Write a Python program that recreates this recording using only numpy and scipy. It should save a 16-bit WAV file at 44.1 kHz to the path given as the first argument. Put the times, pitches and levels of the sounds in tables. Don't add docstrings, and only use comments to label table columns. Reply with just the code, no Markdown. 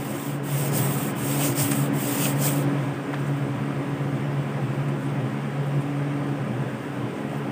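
import sys
import numpy as np
from scipy import signal
from scipy.fft import rfft, irfft
from scipy.io import wavfile
from scipy.ndimage import uniform_filter1d

SR = 44100
rng = np.random.default_rng(int(sys.argv[2]) if len(sys.argv) > 2 else 0)


def transcribe(signal):
    frames = np.atleast_2d(signal).T
    limited = np.clip(frames, -1, 1)
    pcm = np.round(limited * 32767).astype(np.int16)
    wavfile.write(sys.argv[1], SR, pcm)


def gain_from_db(level_db):
    decades = np.asarray(level_db, float) / 20
    return 10 ** decades


N = 331509

# [t/s, f/Hz]
BLADE_RATE = [(0, 70.95), (3.5, 70.97), (3.8, 70.8), (5.7, 70.8), (6.1, 71.4), (6.6, 71.6), (7.52, 71.8)]
# [multiple of the blade rate, level/dB]
FAINT_TONES = [(1, -64), (5, -55.5), (6, -52.5)]
# [t/s, length/s, change of tone 2/dB, change of tone 4/dB]
TONE_FADES = [(0.0, 0.52, -13, -4.5), (0.667, 0.41, -0.5, -13.5), (1.128, .22, -11, -4.5),
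              (1.624, 0.17, -8, -3), (2.087, 0.17, -12.5, 0.5), (2.37, 0.15, -1, -6),
              (3.017, 0.21, -14.5, -9.5), (3.22, 0.16, 0.5, -7), (3.665, 0.43, -8, -6.5),
              (4.385, 0.4, -0.5, -8.5), (4.865, 0.57, -2.5, -9.5), (5.437, 0.3, -8.5, -11),
              (5.61, 0.2, 3.5, -14), (6.053, 0.23, -5, -2), (6.5, 0.32, -7.5, -11.5),
              (6.878, 0.37, -12, -6.5), (7.177, 0.34, -12, -7), (7.38, 0.19, 1.5, -3),
              (7.52, 0.17, -19, -2)]
# [t/s, length/s, change/dB]
THIRD_TONE_FADES = [(.5, 0.39, -16), (.95, 0.33, -1.5), (1.57, 0.14, -16), (2.1, 0.25, -19), (2.8, .5, -24),
                    (3.4, 0.73, -7), (3.895, 0.22, -23), (4.407, 0.14, -10), (5.0, 0.39, -2),
                    (5.9, 0.53, -10), (6.892, 0.13, -12)]
# [t/s, rise/dB]
GUSTS = [(.16, 7), (.8, 13), (1.02, 9), (1.28, 16), (1.6, 18), (2.12, 15), (2.56, 10), (2.88, 12), (3.3, 6),
         (3.52, 13), (3.84, 11), (4.16, 12), (4.66, 16.5), (5.12, 11), (5.3, 11), (6.58, 14.5), (6.74, 8),
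         (7.04, 11.5), (7.36, 7)]
# [f/Hz, level per Hz/dB]
AIR_COLOUR = [(45, -50), (80, -38), (110, -7.5), (140, -4), (300, -4), (450, -6.5), (900, -11.5),
              (2000, -17), (3200, -24), (4200, -29.5), (6500, -42), (10000, -46.5), (12500, -49),
              (15500, -43)]
# [t/s, level/dB]
WASH_SWELL = [(0, -40), (.42, -41), (.75, -34.5), (1.13, -35.5), (1.5, -35), (2.65, -34), (3.0, -38),
              (7.52, -39)]
# [f/Hz, width/Hz, level/dB]
ROOM_MODES = [(130, 16, 8), (185, 12, 7), (212, 10, 4), (270, 36, 5), (325, 14, -3), (342, 16, 8),
              (366, 14, -4), (418, 18, 4), (447, 20, -6), (475, 20, 2), (492, 8, -3), (505, 20, 2),
              (540, 30, 3.5), (615, 25, 2), (680, 25, -3), (715, 35, 3), (790, 25, 2), (930, 35, -5),
              (975, 40, 3), (1020, 20, 3), (1150, 25, -4), (1195, 40, 2), (1290, 50, 2), (1400, 70, -2),
              (1690, 60, 3), (1790, 130, -3), (1890, 60, 3), (2000, 50, -3), (2385, 50, 2), (2430, 40, -4)]
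# [start t/s, length/s, glide level/dB, push t/s, push level/dB]
STROKES = [
    (-.2, 0.59, -41.5, .26, -73),
    (0.428, 0.28, -32.5, 0.69, -46),
    (0.703, 0.43, -32, 0.77, -31.5),
    (1.148, 0.4, -30.5, 1.455, -36.5),
    (1.544, 0.35, -32, 1.601, -25.5),
    (1.926, 0.42, -29.5, 2.255, -37.5),
    (2.34, 0.31, -34.5, 2.455, -28),
]
# [t/s, length/s, change/dB]
PAD_HOP = (1.9, .035, -2)
# [f/Hz, level per Hz/dB]
FELT_COLOUR = [(200, -30), (500, 2.5), (1500, -9.5), (2800, -3.5), (3600, -5), (4600, 3), (5500, -0.5),
               (6800, -2.5), (9500, -5.5), (11500, -8), (13500, -3.5), (15600, 6)]
# [t/s, crack level/dB, crack f/Hz, body level/dB, body f/Hz]
KNOCKS = [(1.713, -24, 8000, -27.5, 4500), (1.7172, -24.5, 8200, -23, 1630), (1.731, -32, 9000, -29, 2500),
          (2.2535, -38, 6000, -24, 2900), (3.13, -45, 5000, -28, 2000), (3.136, -46, 5000, -23.5, 1500),
          (3.140, -53, 4500, -32, 3560), (3.146, -52, 4500, -31, 1800), (4.884, -49, 8500, -33, 2000),
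          (5.667, -51, 12500, -60, 2000), (5.808, -54, 12000, -60, 1970), (5.812, -49, 11000, -60, 2000),
          (7.331, -62, 8000, -23, 620)]
# [t/s, length/s, level/dB]
BRUSHES = [(2.853, .15, -55), (3.25, 0.28, -56.5), (3.7, .7, -65.5), (4.12, 0.34, -64.5), (4.48, 0.12, -64),
           (4.64, .06, -62), (4.78, .1, -61), (4.89, .06, -67), (5.05, 0.11, -57), (5.22, .04, -67),
           (5.3, .06, -69), (5.68, .12, -63), (5.81, .05, -63), (5.878, .04, -69), (6.29, .06, -71),
           (6.62, .05, -68), (6.693, .07, -61), (6.83, .07, -64), (6.96, .09, -68), (7.172, .07, -60),
           (7.357, .09, -57)]
# [f/Hz, width/Hz, level/dB]
MIC_RINGING = [(4100, 1120, -7.5), (8340, 2020, 10.5), (15400, 960, 2.5)]
# [f/Hz, width/Hz, level/dB]
TREBLE_DIP = [(7885, 110, -9)]
# [t/s, low f/Hz, high f/Hz]
TREBLE_PARTINGS = [(1.26, 6800, 9500), (2.236, 11500, 14000), (2.472, 6900, 8500), (3.05, 6000, 13000),
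                   (3.237, 6000, 12000), (4.376, 7000, 10000), (6.095, 7000, 10000), (6.327, 7000, 10000),
                   (6.628, 8000, 10000)]


def evened(x):
    return x / np.sqrt(np.mean(x ** 2) + 1e-20)


def read(points, hz):
    f, value = np.transpose(points)
    return np.interp(np.log(hz + 1), np.log(f + 1), value)


def bumps(modes, hz):
    return sum(db / (1 + (2 * (hz - f) / width) ** 2) for f, width, db in modes)


def bell(t, s, length):
    return .5 ** ((2 * (t - s) / length) ** 2)


def drift(length, shape=N):
    length = max(int(length), 1)
    once = uniform_filter1d(rng.standard_normal(shape), length)
    return evened(uniform_filter1d(once, length))


def patches(hz, t, bins, frames):
    field = rng.standard_normal((len(t), len(hz))).T
    across_hz = uniform_filter1d(field, max(int(bins), 1), 0)
    return evened(uniform_filter1d(across_hz, max(int(frames), 1), 1))


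def shaped(x, field_db, size):
    overlap = size * 3 // 4
    hz, t, z = signal.stft(x, SR, nperseg=size, noverlap=overlap)
    return signal.istft(z * gain_from_db(field_db(hz, t)), SR, nperseg=size, noverlap=overlap)[1][:N]


def fibres(per_s, spread_db):
    size = gain_from_db(spread_db * np.minimum(rng.exponential(1, N), 5))
    direction = rng.choice([-1., 1.], N)
    return evened(size * direction * (rng.random(N) < per_s / SR))


def tone(hz, db, waver_db, wander):
    phase = 2 * np.pi * np.cumsum(hz) / SR + wander * drift(1830)
    return np.sqrt(2) * gain_from_db(db + waver_db * drift(1550)) * np.sin(phase)


def fan():
    second_db, third_db, fourth_db = -27, -37.5, -31.5
    boom_hz, boom_db, gust_s = 127.4, -46, .2
    motor_hz, motor_db = 99.3, -55
    t = np.arange(0, N / SR, .005)
    second, fourth = sum(np.outer(db, bell(t, s, length)) for s, length, *db in TONE_FADES)
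    third = sum(db * bell(t, s, length) for s, length, db in THIRD_TONE_FADES)
    boom = sum(db * bell(t, s, gust_s) for s, db in GUSTS)

    now = np.arange(N) / SR
    curves = (second_db + second, third_db + third, fourth_db + fourth)
    levels = [np.interp(now, t, curve) for curve in curves]
    hz = np.interp(now, *np.transpose(BLADE_RATE))
    out = sum(tone(k * hz, db, 2.4, .3) for k, db in zip(range(2, 5), levels))
    out += sum(tone(round(k) * hz, db, 5.7, .6) for k, db in FAINT_TONES)
    out += tone(np.full(N, motor_hz), motor_db, 2.2, 0.15)
    return out + tone(np.full(N, boom_hz), np.interp(now, t, boom_db + boom), 0.94, 1.0)


def air():
    level_db = -30.5

    def field_db(hz, t):
        swell = np.interp(t, *np.transpose(WASH_SWELL))
        reach = read([(100, 0.96), (1500, 0.57), (5000, 0.85)], hz)
        swelling = np.outer(reach, swell - swell.mean())
        return read(AIR_COLOUR, hz)[:, None] + swelling + 0.82 * patches(hz, t, 16, 8)

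    wash = shaped(rng.standard_normal(N), field_db, size=2048)
    room = gain_from_db(bumps(ROOM_MODES, np.fft.rfftfreq(N, 1 / SR)))
    return gain_from_db(level_db) * evened(irfft(rfft(wash) * room, N))


def arm(t):
    lifted_db, ease_s, brake_s, ease_power = -80, 0.18, 0.13, 0.7
    push_s, early_rise_s = 0.075, 0.067
    press_s, press_lead_s = 0.095, 0.015
    lean_db_per_s = 9.5
    hiss, press, late, outward = np.full(len(t), gain_from_db(lifted_db)), 0, 0, 0
    for start, length, glide_db, push_at, push_db in STROKES:
        moving = np.clip(np.minimum((t - start) / ease_s, (start + length - t) / brake_s), 0, 1)
        speed = np.sin(np.pi / 2 * moving) ** ease_power
        is_late = push_at > start + length / 2
        width_s = np.where((t > push_at) | is_late, push_s, early_rise_s)
        glide = speed * gain_from_db(glide_db - lean_db_per_s * abs(t - push_at))
        push = np.sqrt(speed) * gain_from_db(push_db) * bell(t, push_at, width_s)
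        hiss = hiss + glide + push

        press_at = push_at - press_lead_s * (not is_late)
        weight = bell(t, press_at, press_s) / (1 + gain_from_db(glide_db - push_db))
        press = press + weight
        late = late + is_late * weight
        outward = outward + is_late * moving
    hop_s, hop_length_s, hop_db = PAD_HOP
    return 20 * np.log10(hiss) + hop_db * bell(t, hop_s, hop_length_s), press, late, outward


def duster():
    usual_db = -29

    def field_db(hz, t):
        hiss_db, push, late, outward = arm(t)
        quieter = usual_db - hiss_db
        rasp = 0 + 2.4 * push + 0.079 * quieter
        scrape = -10 + 11.6 * push + 0.23 * quieter
        board = -2.1 + 0.9 * push + 0.21 * quieter
        to_rasp = np.interp(hz, [6000, 7450, 9000, 11300], [0, 1, 1, 0])[:, None]
        to_scrape = np.interp(hz, [3630, 4500, 6000, 7950], [0, 1, 1, 0])[:, None]
        to_board = np.interp(hz, [3700, 4400], [1, 0])[:, None]
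        pressure = to_rasp * (rasp - 1.5) + to_scrape * (scrape + 1.8)
        pressure += to_board * (board + 4 * late + 5.0)

        whistle_hz = 6700 - 6 * quieter
        pressure += (-0.5 + 18 * late) / (1 + (2 * (hz[:, None] - whistle_hz) / 600) ** 2)
        pressure += np.maximum(to_scrape, to_board) * 2.5 * (outward - .5)
        gone = np.interp(t, [2.7, 2.8], [0, -60])
        grain = 1.5 * patches(hz, t, 3, 24) + .6 * drift(3, len(t))
        return read(FELT_COLOUR, hz)[:, None] + hiss_db + pressure + gone + grain + 2.5

    return shaped(fibres(14000, 1.8), field_db, size=256)


def knocks():
    ring_s = 0.033
    out, t = np.zeros(N + 8000), np.arange(8000) / SR
    ring = gain_from_db(-60 * t / ring_s)
    fade = ring + gain_from_db(-16 - 60 * t / .3)
    crack_start = np.minimum(t / .0005, 1)
    body_start = np.sin(np.pi / 2 * np.minimum(t / .0015, 1)) ** 2
    for s, crack_db, crack_hz, body_db, body_hz in KNOCKS:
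        noise = rng.standard_normal(len(t))
        bright = signal.butter(1, [.6 * crack_hz, 1.4 * crack_hz], "band", fs=SR)
        dull = signal.butter(3, [.5 * body_hz, 1.25 * body_hz], "band", fs=SR)
        crack = gain_from_db(crack_db) * signal.lfilter(*bright, noise) * fade
        ringing = np.sin(2 * np.pi * body_hz * t) * ring ** 2
        thud = 2.5 * signal.lfilter(*dull, noise) * fade
        body = gain_from_db(body_db) * (ringing + thud)
        out[round(s * SR):][:len(t)] += crack * crack_start + body * body_start
    return out[:N]


def rustle():
    still_db = -72

    def field_db(hz, t):
        colour = read([(2000, -27), (6000, -4), (9000, -7.5), (12000, -11), (15500, 0.5)], hz)
        brushing = sum(gain_from_db(db) * bell(t, s, length) for s, length, db in BRUSHES)
        level_db = 20 * np.log10(gain_from_db(still_db) + brushing)
        return colour[:, None] + level_db + 3.1 * patches(hz, t, 22, 16) + 2.5

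    return shaped(fibres(6000, 2.8), field_db, size=256)


def scene():
    return np.tile(fan() + air() + duster() + knocks() + rustle(), (2, 1))


def top_cut(x):
    return signal.sosfilt(signal.butter(12, 16780, fs=SR, output="sos"), x)


def record(dry):
    edge_hz = 15480
    hz = np.fft.rfftfreq(N, 1 / SR)
    edge = np.clip((edge_hz + 50 - hz) / 100, 0, 1) ** 2
    heard = irfft(rfft(dry) * gain_from_db(bumps(MIC_RINGING + TREBLE_DIP, hz)) * edge, N)
    apart = np.zeros(N)
    for s, low_hz, high_hz in TREBLE_PARTINGS:
        near = slice(round(s * SR) - 1024, round(s * SR) + 1024)
        band = signal.firwin(255, [low_hz, high_hz], pass_zero=False, fs=SR)
        treble = np.convolve(heard[0, near][::-1], band, "same")
        apart[near] = treble * .65 * np.hanning(2048) ** .5
    return top_cut(heard + np.outer([1, -1], apart))


dry = scene()
out = record(dry)
transcribe(out)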